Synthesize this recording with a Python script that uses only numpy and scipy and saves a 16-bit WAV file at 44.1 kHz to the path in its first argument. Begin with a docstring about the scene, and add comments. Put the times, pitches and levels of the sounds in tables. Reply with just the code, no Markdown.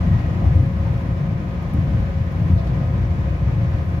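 """A funicular car rolls steadily up an open brick cutting, heard from its front.
From the start, uneven rail makes the body boom under a rush of rolling steel and a faint machine whine.
Bumps thump and rail joints knock, clustering near 0.5 s with light scuffs and a tick of grit.
The boom eases after 1 s; grit ticks near 1.7 s. A second cluster of knocks, thumps and scuffs
comes near 2.5 s, and a last few thumps after 3.4 s."""
import sys
import numpy as np
from scipy import signal
from scipy.fft import rfft, irfft
from scipy.io import wavfile

SR = 44100
rng = np.random.default_rng(int(sys.argv[2]) if len(sys.argv) > 2 else 0)


def int16_out(signal):
    """Quantize to a 16-bit WAV file."""
    q = np.round(np.clip(np.atleast_2d(signal).T, -1, 1) * 32767)
    wavfile.write(sys.argv[1], SR, q.astype(np.int16))


N = 176400
T, HZ = np.arange(N) / SR, np.fft.rfftfreq(N, 1 / SR)

# Car body resonances. 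Each row: centre in Hz, width in Hz, relative level in dB.
BODY_MODES = [(61, 11, -6), (84.3, 12, -1), (94.8, 12, -6), (119, 12, -4), (148.1, 38, -4),
              (174.2, 14.4, -7), (198, 30, -15.5), (241.6, 16.6, -20), (302.7, 29, -20.5)]
# Rumble under the resonances. Each row: frequency in Hz, relative density in dB.
RUMBLE_SPECTRUM = [(12, -50), (28, -17), (42, -1), (60, 10.5), (110, 4.5), (170, -1.5), (230, -11.5),
                   (340, -22), (600, -66.5)]
# Track shaking the body. Each row: time in seconds, deep boom level in dB, upper boom level in dB.
BOOM_LEVELS = [(0.0, -22, -25), (0.13, -14.5, -19.5), (0.21, -24, -28), (0.3, -20, -24.5),
               (0.35, -25.5, -26.5), (0.45, -15, -20.5), (0.5, -15, -25.5), (0.6, -15, -22.5),
               (0.73, -22.5, -26), (0.86, -19.5, -25.5), (0.96, -19, -29), (1.01, -27, -30),
               (1.1, -22.5, -23.5), (1.15, -25.5, -28.5), (1.23, -24.5, -23), (1.5, -27.5, -27),
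               (1.7, -26, -29.5), (1.76, -20.5, -23), (1.85, -24, -22.5), (1.98, -15.5, -23.5),
               (2.11, -24, -31), (2.22, -21.5, -25.5), (2.33, -27.5, -31), (2.38, -20, -24),
               (2.43, -18, -21), (2.465, -22, -22.5), (2.54, -13.5, -24.5), (2.59, -21, -28.5),
               (2.8, -23, -23), (3.05, -19.5, -28), (3.33, -21, -27.5), (3.39, -27.5, -30),
               (3.43, -18, -22.5), (3.48, -17.5, -32), (3.54, -22, -24.5), (3.63, -23, -23),
               (3.7, -20.5, -33), (3.76, -19, -26), (3.82, -24, -30.5), (3.98, -21, -25.5)]
# Wheel rush. Each row: frequency in Hz, left and right relative density in dB.
RUSH_SPECTRUM = [(100, -58.5, -60), (250, -59.5, -65.5), (353, -66.5, -70.5), (463, -62.5, -67.5),
                 (554, -61.5, -61), (600, -64.5, -67), (708, -68.5, -67.5), (933, -72, -75),
                 (1020, -66.5, -74.5), (1160, -70.5, -74.5), (1330, -74.5, -74), (1620, -71, -77),
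                 (1740, -78, -73), (1860, -73.5, -75.5), (2260, -78, -76.5), (2800, -83, -82),
                 (4060, -88, -90.5), (5200, -92.5, -94.5), (6200, -94, -99), (7140, -97, -107),
                 (7940, -103.5, -114), (10300, -103.5, -106), (11600, -107, -100.5), (15500, -110, -108)]
# Likeness of the rush's two sides. Each row: frequency in Hz, correlation from -1 to 1.
RUSH_CORRELATION = [(150, 0), (300, 0.63), (430, 0.6), (560, 0.58), (700, 0.7), (830, .25), (980, 0.7),
                    (1150, -.1), (1600, -.45), (2000, 0), (3000, 0), (15000, 0.05)]
# Rush below the hiss band. Each row: time in seconds, gain in dB.
RUSH_GAIN = [(0, 2), (.5, 1), (.72, -0.5), (.9, 0.9), (1.1, -0.5), (1.55, -1), (1.9, 0.5), (2.25, -.8),
             (2.5, 1), (2.9, 0), (3.35, 0), (3.65, 0.7), (4, -0.4)]
# Hiss at the top of the rush. Each row: time in seconds, gain in dB.
HISS_GAIN = [(0, 1.5), (.36, -0.5), (.56, 1), (.75, -1), (.92, 1), (1.2, -2), (1.6, -2.3), (1.8, .3),
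             (1.96, -0.5), (2.25, -1.5), (2.46, .3), (2.8, -1), (3.45, -1.2), (3.6, -.5), (4, 0.5)]
# Machine tones. Each row: pitch in Hz, left and right level in dB, right lag in cycles, rms waver in Hz.
WHINE_TONES = [(348.5, -45, -51.5, 0.067, 0.51), (543.2, -46.5, -47.8, 0, 2.68),
               (704.5, -52.5, -52.5, 0, 6), (965, -56, -63, -0.041, 4.98), (1045, -52, -56, -0.38, 1.4),
               (1251, -53.5, -58.5, -0.21, 0.92), (1908, -64.5, -60.5, .3, 9.3),
               (2160, -63.5, -71.5, 0.29, 2.2), (2320, -62.5, -62, 0.56, 3.6)]
# Swell of the whine. Each row: time in seconds, gain in dB.
WHINE_GAIN = [(0, 2.5), (.6, 2.5), (1.3, 2.5), (1.75, -0.5), (2.3, -1), (2.8, 2.5), (3.3, 1.5), (3.75, 1),
              (4, 2.5)]
# Running gear scuffs. Each row: start in seconds, level in dB, centre in Hz, width in octaves,
# rise in seconds, 60 dB decay in seconds.
GEAR_SCUFFS = [(0.025, -48, 1905, 0.013, 0.19, 1.2), (.405, -34, 700, 0.16, 0.04, .35),
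               (.4, -41, 980, 0.26, 0.036, 0.29), (.83, -41, 800, 0.35, 0.048, 0.32),
               (2.42, -68, 11000, .2, 0.15, .3), (2.572, -49, 4000, 0.28, .012, 0.2),
               (2.666, -48, 3400, 0.54, 0.0073, 0.1), (2.565, -31.5, 666, 0.0054, 0.022, 0.31)]
# Wheels at rail joints. Each row: start in seconds, level in dB, 60 dB decay in seconds.
JOINT_KNOCKS = [(0.046, -25, 0.2), (0.41, -25, 0.091), (0.444, -22, .12), (.62, -30.5, .25),
                (1.74, -23.5, 0.11), (2.403, -18.5, 0.082), (2.489, -20.5, 0.12), (2.521, -26.5, 0.12)]
# Colour of a knock. Each row: frequency in Hz, relative density in dB.
KNOCK_SPECTRUM = [(60, -14), (130, -2), (190, 7.5), (250, 6.5), (310, -5), (390, -18), (700, -24.5),
                  (1500, -40), (4000, -70)]
# Wheels at bumps. Each row: crest time in seconds, peak level in dB, pitch in Hz.
BUMP_THUMPS = [(.087, -9, 100), (0.13, -9.5, 106), (0.169, -12, 93), (.317, -16, 115), (0.417, -14, 93),
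               (0.473, -5.5, 89), (0.521, -13, 109), (0.567, -5.5, 90), (0.605, -6.5, 99), (.635, -12, 97),
               (0.669, -10.5, 109), (1.124, -11.5, 95), (1.214, -10.5, 130), (1.331, -15.5, 119),
               (1.791, -9.5, 101), (1.954, -11, 101), (2.212, -13, 108), (2.423, -8.5, 121),
               (2.539, -5, 94), (2.565, -9, 96.4), (2.723, -12, 112), (2.774, -10.5, 116),
               (2.846, -12, 118), (2.891, -16, 109), (2.942, -11.5, 109), (3.478, -10.5, 102),
               (3.588, -10, 107), (3.635, -10, 102), (3.746, -9, 93)]
# Grit on the rail. Each row: start in seconds, level in dB, centre in Hz, 60 dB decay in seconds.
GRIT_TICKS = [(.552, -58, 10500, 0.082), (1.6245, -55.5, 11000, .034), (1.685, -61, 11500, .04),
              (1.736, -50.7, 11500, .027), (2.316, -59, 13100, .07), (2.668, -61, 10800, .09)]


def amp(db):
    """Decibels to gain."""
    return 10 ** (np.asarray(db) / 20)


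def unit(x):
    """Scale to rms 1."""
    return x / np.sqrt(np.mean(x ** 2) + 1e-30)


def over_time(rows, column=1):
    """Table column interpolated over time."""
    table = np.transpose(rows)
    return np.interp(T, table[0], table[column])


def over_pitch(rows, column=1):
    """Table column interpolated over log frequency."""
    table = np.transpose(rows)
    return np.interp(np.log(HZ + 1), np.log(table[0] + 1), table[column])


def noise(spectrum):
    """Shaped noise, rms 1."""
    return unit(irfft(rfft(rng.standard_normal(N)) * spectrum, N))


def drift(rate_hz):
    """Slow random wander, rms 1."""
    return noise(np.exp(-(HZ / rate_hz) ** 2))


def band(centre_hz, octaves):
    """Bell-shaped spectrum."""
    return np.exp(-.5 * (np.log2((HZ + 1) / centre_hz) / octaves) ** 2)


def burst(start_s, rise_s, t60_s):
    """Linear rise, exponential decay."""
    age_s = T - start_s
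    return np.clip(age_s / rise_s, 0, 1) * amp(-60 * np.maximum(age_s - rise_s, 0) / t60_s)


def steadied(x, window_s, share):
    """Noise with a share of its chance swells removed, rms 1."""
    power = irfft(rfft(x ** 2) * np.exp(-(HZ * window_s) ** 2), N)
    return unit(x / np.maximum(power, 1e-4) ** (share / 2))


def body_boom(rumble_db=-6, split_hz=136, deep_db=0.05, upper_db=-1.46):
    """Rail roughness drives the body's resonances. Returns the deep and upper bands."""
    modes = sum(amp(db) * noise(1 / (1 + ((HZ - hz) / (width_hz / 2)) ** 2))
                for hz, width_hz, db in BODY_MODES)
    body = unit(modes) + amp(rumble_db) * noise(amp(over_pitch(RUMBLE_SPECTRUM)))
    low = irfft(rfft(body) / (1 + (HZ / split_hz) ** 10), N)
    deep = steadied(low, window_s=.09, share=.75) * amp(deep_db + over_time(BOOM_LEVELS, 1))
    upper = steadied(body - low, window_s=.09, share=.75) * amp(upper_db + over_time(BOOM_LEVELS, 2))
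    return deep, upper


def wheel_rush(level_db=-33.5, ripple_db=2.5, ripple_step_hz=23.71, flutter_db=0.65, hiss_hz=8000):
    """Steel rolling on steel, combed into narrow fixed peaks by nearby reflections."""
    left, independent = rfft(rng.standard_normal((2, N)))
    correlation = over_pitch(RUSH_CORRELATION)
    right = correlation * left + np.sqrt(1 - correlation ** 2) * independent
    knots_hz = np.arange(1500) * ripple_step_hz
    ripple = np.array([np.interp(HZ, knots_hz, row) for row in rng.standard_normal((2, len(knots_hz)))])
    colour_db = np.array([over_pitch(RUSH_SPECTRUM, side) for side in (1, 2)]) + ripple_db * ripple
    rush = unit(irfft(np.array([left, right]) * amp(colour_db), N))
    hiss = irfft(rfft(rush) * (HZ > hiss_hz), N)
    swell = amp(over_time(RUSH_GAIN) + flutter_db * drift(rate_hz=24))
    return amp(level_db) * ((rush - hiss) * swell + hiss * amp(over_time(HISS_GAIN)))


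def machine_whine(waver_db=1.5, waver_rate_hz=6.2):
    """Steady machine tones, wavering slightly in pitch and level."""
    out = np.zeros((2, N))
    for hz, left_db, right_db, lag_cycles, waver_hz in WHINE_TONES:
        cycles = np.cumsum(hz + waver_hz * drift(waver_rate_hz)) / SR + rng.random()
        tone = np.sin(2 * np.pi * (cycles - np.array([[0], [lag_cycles]])))
        out += amp([[left_db], [right_db]]) * unit(tone * amp(waver_db * drift(waver_rate_hz)))
    return out * amp(over_time(WHINE_GAIN))


def gear_scuffs():
    """Running gear rubs briefly: a hiss when wide-band, a faint ring when narrow."""
    out = np.zeros((2, N))
    for start_s, db, hz, octaves, rise_s, t60_s in GEAR_SCUFFS:
        rub = np.array([steadied(noise(band(hz, octaves)), window_s=.045, share=.93) for _ in range(2)])
        out += amp(db) * burst(start_s, rise_s, t60_s) * rub
    return out


def joint_knocks(rise_s=0.0074):
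    """Wheels strike rail joints: dull noise bursts."""
    blows = sum(amp(db) * burst(start_s, rise_s, t60_s) for start_s, db, t60_s in JOINT_KNOCKS)
    return blows * steadied(noise(amp(over_pitch(KNOCK_SPECTRUM))), window_s=.024, share=.9)


def bump_thumps(boom, rise_s=0.011, sharpness=3.34, takeover=.85):
    """Boom with jolts: each bump ducks it and swings the body for two or three cycles."""
    for crest_s, db, hz in BUMP_THUMPS:
        age = np.maximum(1 + (T - crest_s) / rise_s, 0)  # 1 at the crest
        swing = (age * np.exp(1 - age)) ** sharpness
        thump = amp(db) * swing * np.sin(2 * np.pi * (hz * T + rng.random()))
        boom = boom * (1 - takeover * swing) + thump
    return boom


def grit_ticks(octaves=.35, rise_s=.001):
    """Grit snaps on the rail: tiny bright bursts, slightly to the right."""
    out = np.zeros((2, N))
    for start_s, db, hz, t60_s in GRIT_TICKS:
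        snap = np.array([noise(band(hz, octaves)) for _ in range(2)])
        out += amp(db) * burst(start_s, rise_s, t60_s) * snap
    return out * amp([[-1], [1]])


def scene():
    """Stereo mix at the front of the car, body slightly to the left."""
    deep, upper = body_boom()
    body = (upper + joint_knocks() + bump_thumps(deep)) * amp([[1], [-1]])
    return body + wheel_rush() + machine_whine() + grit_ticks() + gear_scuffs()


def record(dry):
    """Soft ends, then a low-pass."""
    fade_s, cutoff_hz = .012, 15750
    ends = np.sin(np.pi / 2 * np.minimum(np.minimum(T, T[::-1]) / fade_s, 1))
    lowpass = signal.firwin(511, cutoff_hz, window=("kaiser", 9), fs=SR)
    return signal.oaconvolve(dry * ends, lowpass[None], "same")


dry = scene()
out = record(dry)
int16_out(out)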